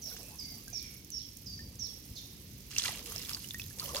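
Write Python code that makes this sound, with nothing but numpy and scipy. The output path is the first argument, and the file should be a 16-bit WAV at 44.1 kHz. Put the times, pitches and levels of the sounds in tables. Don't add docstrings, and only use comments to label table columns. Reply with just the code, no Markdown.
import sys
import numpy as np
from scipy import signal
from scipy.fft import rfft, irfft
from scipy.io import wavfile
from scipy.ndimage import uniform_filter1d

SR = 44100
rng = np.random.default_rng(int(sys.argv[2]) if len(sys.argv) > 2 else 0)


def pcm_store(signal):
    levels = np.round(np.clip(np.atleast_2d(signal), -1, 1) * 32767)
    wavfile.write(sys.argv[1], SR, levels.astype(np.int16).T)


N = 176400
T = np.arange(N) / SR
EDGE_HZ = 16000
MIC_LAG = 3


def amp(db):
    return 10 ** (np.asarray(db) / 20)


def unit(x):
    return x / np.sqrt(np.mean(x ** 2) + 1e-20)


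def read(points, hz):
    f, value = np.transpose(points)
    return np.interp(np.log(hz + 1), np.log(f + 1), value)


def colour(x, points):
    gain = amp(read(points, np.fft.rfftfreq(2 * N, 1 / SR)))
    return irfft(rfft(x, 2 * N) * gain)[..., :N]


def add(mix, start_s, sound):
    part = mix[..., max(round(start_s * SR), 0):][..., :sound.shape[-1]]
    part += sound[..., :part.shape[-1]]


def echoes(x, t60_s, build_s):
    t = T[:SR]
    taps = rng.standard_normal((2, SR)) * (rng.random((2, SR)) < .1)
    taps *= amp(-60 * t / t60_s) * np.minimum(t / build_s, 1)
    taps /= np.linalg.norm(taps, axis=1, keepdims=True)
    return signal.fftconvolve(np.atleast_2d(x), taps, axes=1)[:, :N]


def bubble(hz, decay_s):
    t = T[:int(4 * decay_s * SR) + 8]
    phase = 2 * np.pi * hz * (t + .015 * t * t / decay_s / 2)
    return np.sin(phase) * np.exp(-t / decay_s) * np.cos(np.pi / 2 * t / t[-1])


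def patter(per_s, low_hz, high_hz, cycles, spread_db, sizes=40):
    strikes = (rng.random(N) < per_s / SR) * amp(spread_db * np.minimum(rng.exponential(1, N), 4))
    size, out = rng.integers(0, sizes, N), np.zeros((2, N))
    for k, hz in enumerate(np.linspace(low_hz ** .5, high_hz ** .5, sizes) ** 2):
        ring = hz / high_hz * signal.oaconvolve(strikes * (size == k), bubble(hz, cycles / hz))[:N]
        out += [ring, np.roll(ring, rng.integers(-2, 3 * MIC_LAG))]
    return unit(out)


def air():
    # frequency_hz, density_db
    spectrum = [(20, -41), (35, -9), (55, -0.5), (110, -1.5), (160, -5), (250, -7.5), (400, -15),
                (650, -25), (1400, -31), (2200, -25), (5500, -27), (9000, -34), (16000, -33)]
    # time_s, level_db
    levels = [(0, -52.5), (.7, -50), (1.2, -53.5), (2.3, -51), (2.7, -50), (4, -49.5)]
    # frequency_hz, correlation
    likeness = [(60, 0.96), (290, 0.92), (640, 0.25), (1400, 0.073), (3100, 0.028)]
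    left, other = rfft(rng.standard_normal((2, N)))
    same = read(likeness, np.fft.rfftfreq(N, 1 / SR))
    right = same * left + np.sqrt(1 - same ** 2) * other
    noise = irfft(np.array([left, right]), N)
    return unit(colour(noise, spectrum)) * amp(np.interp(T, *np.transpose(levels)))


def swells():
    # middle_s, width_s, level_db
    rises = [(1.52, 0.067, -48), (1.66, 0.039, -46.5), (1.8, .035, -47.5), (2.122, 0.017, -44.5),
             (3.63, 0.045, -50.5), (3.9, 0.14, -51)]
    # frequency_hz, gain_db
    spectrum = [(20, -41), (55, -0.5), (130, 0), (250, -13.5), (600, -36), (2000, -85)]
    level = sum(amp(db) * np.exp(-((T - middle) / width) ** 2 / 2) for middle, width, db in rises)
    return level * unit(colour(rng.standard_normal(N), spectrum))


def far_bird():
    # start_s, length_s, first_hz, last_hz, level_db
    whistles = [(0.2, 0.12, 2550, 2650, -58), (0.377, .16, 2220, 2080, -59.5),
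                (0.703, 0.28, 2420, 2200, -56), (1.068, 0.22, 3050, 3000, -66)]
    out = np.zeros(N)
    for start, length, first_hz, last_hz, db in whistles:
        progress = np.linspace(0, 1, int(length * SR))
        waver = 1 + .035 * unit(uniform_filter1d(rng.standard_normal(len(progress)), size=90))
        pitch = waver * (first_hz + (last_hz - first_hz) * progress)
        level = amp(db) * np.abs(np.sin(np.pi * progress)) ** .5
        add(out, start, level * np.sin(2 * np.pi * np.cumsum(pitch) / SR))
    return echoes(out, t60_s=0.34, build_s=0.0024)


def near_bird():
    # start_s, hold_s, pitch_hz, level_db, closing_fall_hz, left_over_right_db, roughness (0-1)
    notes = [(0.015, 0.063, 5620, -47, 2194, 2.5, 0.16), (0.382, 0.07, 4800, -45.5, -0.5, 0, 0),
             (0.477, .018, 5300, -54.5, -1, 3, 0.3), (.725, .056, 5590, -45, 2248, -3, 0.14),
             (1.112, 0.07, 5596, -45, 2200, 2, 0), (1.456, 0.0865, 4810, -48, -5, 0.5, 0.11),
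             (1.561, 0.019, 5140, -55.5, 0, 9, 0.34), (1.788, 0.061, 5620, -44.5, 2192, -3.5, 0.08),
             (2.153, 0.039, 3740, -51, 13, 1, 0.94)]
    # frequency_hz, gain_db
    rasp_spectrum = [(2500, -46), (3500, -7.5), (4500, -0.5), (5800, 4.5), (6700, 0), (8000, -21)]
    flick_hz, flick_s, sag_per_s = 7100, .0058, .45
    rise_s, release_s = .008, .015
    fall_s, fall_length_s, fall_db = .014, .058, -21
    out, t = np.zeros((2, N)), T[:SR // 4]
    rasp = unit(colour(rng.standard_normal(N), rasp_spectrum))
    for start, hold, hz, db, fall_hz, pan_db, rough in notes:
        fallen = 1 - np.exp(-np.maximum(t - hold, 0) / fall_s)
        hoarse_fall = fallen * (fall_hz > 0)
        flick = (flick_hz - hz) * np.exp(-t / flick_s)
        pitch = hz * (1 - sag_per_s * np.minimum(t, hold)) + flick - fall_hz * fallen
        wobble = unit(uniform_filter1d(rng.standard_normal(len(t)), size=30))
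        pitch *= 1 + .06 * (rough + .6 * hoarse_fall) * wobble
        tone = np.sin(2 * np.pi * np.cumsum(pitch) / SR)
        hoarse = amp(-18) * (1 + 3 * rough + 6 * hoarse_fall) * rasp[int(start * SR):][:len(t)]
        end = hold + fall_length_s * (fall_hz > 0)
        release = np.exp(-np.maximum(t - end, 0) / release_s)
        level = np.minimum(t / rise_s, 1) * amp(db + fall_db * fallen) * release
        add(out, start, amp([[pan_db / 2], [-pan_db / 2]]) * level * (tone + hoarse))
    early = amp(3) * echoes(out, t60_s=0.11, build_s=0.0032)
    late = amp(1) * echoes(out.mean(0), t60_s=0.57, build_s=0.049)
    return out + early + late


def fizz():
    # time_s, level_db
    levels = [(0, -58), (.1, -52), (.3, -56), (.55, -55.5), (.75, -61), (.93, -57.5), (1.02, -63.5),
              (1.35, -61.5), (1.8, -61), (2.15, -58), (2.4, -60), (2.7, -62), (3.03, -55), (3.1, -50),
              (3.55, -52.5), (3.75, -55), (3.84, -46.5), (4, -52)]
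    bursts = patter(per_s=1500, low_hz=4500, high_hz=15360, cycles=2.8, spread_db=3.5)
    return amp(np.interp(T, *np.transpose(levels))) * bursts


def slosh():
    # time_s, level_db
    levels = [(0, -64.5), (.12, -57), (.34, -60.5), (.42, -67.5), (1.2, -74), (1.58, -72), (1.66, -63.5),
              (1.85, -66.5), (2.7, -69.5), (2.88, -55), (3.0, -54.5), (3.3, -62), (3.6, -86), (3.76, -60.5),
              (3.84, -56.5), (4, -47.5)]
    # frequency_hz, gain_db
    tone = [(200, -29.5), (450, 3.5), (700, -4), (1100, -11), (1700, -21), (3000, -7)]
    wash = patter(per_s=1400, low_hz=320.5, high_hz=1980, cycles=5.0, spread_db=5.0)
    return amp(np.interp(T, *np.transpose(levels))) * unit(colour(wash, tone))


def ticks():
    # start_s, level_db
    snaps = [(.19, -41), (.231, -33.5), (.313, -40), (.459, -39), (.523, -39), (0.681, -29.5), (.702, -36),
             (0.711, -44), (0.827, -32.5), (1.047, -36.5), (1.104, -30), (1.371, -33), (1.386, -44.5),
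             (1.756, -37), (1.969, -47), (2.422, -42), (2.606, -39), (2.701, -41), (3.061, -30.5),
             (3.122, -32.5), (3.294, -24.5), (3.488, -34), (3.89, -30.5)]
    # frequency_hz, gain_db
    spectrum = [(500, -42), (2500, -19), (6000, 7.5), (9000, 6), (15000, 1)]
    out, decay_s = np.zeros((2, N)), .00061
    decay = np.exp(-T[:600] / decay_s)
    for start, db in snaps:
        add(out, start, amp(db) * .5 * rng.standard_normal((2, len(decay))) * decay)
    return colour(out, spectrum)


def gurgles():
    # start_s, length_s, first_hz, last_hz, level_db
    clusters = [(0.058, 0.054, 630, 1250, -64), (0.114, 0.021, 1300, 2750, -53),
                (0.276, 0.082, 700, 926, -57.5), (.5, 0.11, 660, 1020, -63.5),
                (0.703, 0.038, 507, 700, -56.5), (2.84, 0.067, 1330, 870, -45),
                (3.076, .08, 1130, 1290, -56), (3.266, 0.12, 1210, 970, -57.5), (3.8, .04, 1030, 1160, -46),
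                (3.828, .03, 570, 520, -49.5), (3.874, .045, 1130, 860, -45),
                (3.928, 0.071, 490, 693, -44.5), (3.956, 0.048, 1010, 1180, -44)]
    bubbles_per_s, pitch_spread = 170, .1852
    out = np.zeros(N)
    for start, length, first_hz, last_hz, db in clusters:
        cluster, count = np.zeros(SR // 2), max(int(length * bubbles_per_s), 2)
        for k, (jitter, detune, strength) in enumerate(rng.random((80, 3))[:count]):
            progress = (k + jitter) / count
            hz = (first_hz + (last_hz - first_hz) * progress) * np.exp(pitch_spread * (2 * detune - 1))
            add(cluster, progress * length, (0.19 + strength) * bubble(hz, decay_s=.007))
        add(out, start, amp(db) * cluster * np.sqrt(length * SR / np.sum(cluster ** 2)))
    return np.array([out, np.roll(out, 3 * MIC_LAG)])


def gushes():
    # start_s, length_s, level_db
    spills = [(0.062, 0.15, -63.5), (0.826, 0.12, -62.5), (2.704, 0.06, -49.5), (2.768, 0.027, -40),
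              (2.814, 0.031, -41), (2.842, 0.033, -38), (2.892, 0.0092, -44), (2.911, 0.077, -48),
              (3.056, 0.085, -50.5), (3.134, 0.13, -50), (3.285, 0.014, -42.5), (3.367, 0.013, -58),
              (3.394, 0.069, -57), (3.783, 0.12, -52), (3.943, 0.051, -41.5)]
    # frequency_hz, gain_db
    tone = [(300, -39), (600, -20.5), (1100, -2), (2000, 2.5), (3500, 3), (6000, -2), (8000, -0.5),
            (12500, -9.5), (16000, -16.5)]
    rise_s, fall_s = .0034, .029
    power = np.zeros(N)
    for start, length, db in spills:
        rise = np.clip((T - start) / rise_s, 0, 1)
        fall = np.exp(-np.maximum(T - start - length, 0) / fall_s)
        power += (amp(db) * rise * fall) ** 2
    droplets = patter(per_s=2400, low_hz=700, high_hz=13930, cycles=1.66, spread_db=4.3)
    spray = amp(-8) * rng.standard_normal((2, N))
    return np.sqrt(power) * unit(colour(droplets + spray, tone))


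def drips():
    # start_s, level_db, pitch_hz, decay_ms
    drops = [(.166, -37.5, 1660, 1.1), (.17, -38, 2800, 0.65), (.677, -47.5, 1580, 16),
             (1.592, -45, 1790, 18), (2.7643, -25.5, 2730, 2.2), (2.7836, -14, 5680, 1.1),
             (2.79, -42, 5500, 1), (2.796, -28, 3340, 4), (2.821, -32, 3400, 1.5),
             (2.8378, -25.5, 4700, 1.2), (2.857, -19.5, 3270, 0.63), (2.8601, -27.5, 2350, 2.2),
             (2.882, -31.5, 1950, 5.8), (2.891, -27, 830, 2.5), (3.1208, -33.5, 1260, 1.1),
             (3.1612, -29, 5500, 0.71), (3.182, -33, 5300, 1.3), (3.217, -34.5, 5200, 1.2),
             (3.25, -35.5, 3450, 2), (3.294, -30, 3370, 0.76), (3.312, -34.5, 1260, 2.7),
             (3.3332, -29, 5140, 0.96), (3.3471, -26, 4680, 1.6), (3.369, -37, 1500, 1.6),
             (3.444, -38.5, 2940, 4), (3.508, -31.5, 3530, 3.3), (3.545, -32.5, 1855, 9.6),
             (3.597, -31.5, 2550, 5), (3.6175, -35, 3380, 2.8), (3.64, -41, 3740, 1.5),
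             (3.708, -46.5, 1690, 4.4), (3.7974, -26, 4400, 1.8), (3.858, -37.5, 3020, 4.7),
             (3.947, -30, 3400, 1.8), (3.948, -30, 565, 13), (3.967, -27.5, 4750, 2.4),
             (3.966, -34, 1017, 12)]
    # frequency_hz, gain_db
    impact_spectrum = [(300, -22), (1200, -33), (3500, 7), (7000, 10.5), (15000, -21)]
    impacts, impact_s = np.zeros((2, N)), .0008
    decay = np.exp(-T[:600] / impact_s)
    for start, db, _, _ in drops:
        add(impacts, start, amp(db - 8) * rng.standard_normal((2, len(decay))) * decay)
    out = colour(impacts, impact_spectrum)
    for start, db, hz, decay_ms in drops:
        ring = np.pad(amp(db) * bubble(hz, decay_ms * 1e-3), (0, MIC_LAG))
        add(out, start, np.array([ring, np.roll(ring, MIC_LAG)]))
    return out


def scene():
    # frequency_hz, gain_db
    scatter = [(300, -6), (1200, -15), (3000, -0.5), (6000, 0), (16000, 1.5)]
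    trap = fizz() + drips() + ticks() + gushes() + gurgles() + slosh()
    reeds = amp(-4) * colour(echoes(trap, t60_s=.03, build_s=0.00066), scatter)
    bank = amp(-13.5) * echoes(trap, t60_s=0.45, build_s=0.013)
    return trap + reeds + bank + near_bird() + far_bird() + air() + swells()


def record(dry):
    # frequency_hz, gain_db
    left_mic = [(300, -0.97), (700, -5.5), (2400, -1.5), (4400, 0.5), (6300, -6.5), (7500, -2.5),
                (10000, -3), (13000, -1), (16000, -8)]
    # frequency_hz, gain_db
    right_mic = [(300, -1.7), (700, -7.5), (2400, 0.5), (4400, 4.5), (6300, 7.5), (7500, -2), (10000, 2.5),
                 (13000, 7.5), (16000, 3.5)]
    heard = np.array([colour(dry[0], left_mic), colour(dry[1], right_mic)])
    band_limit = signal.firwin(511, EDGE_HZ, window=("kaiser", 9), fs=SR)
    return signal.oaconvolve(heard, band_limit[None], "same")


dry = scene()
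out = record(dry)
pcm_store(out)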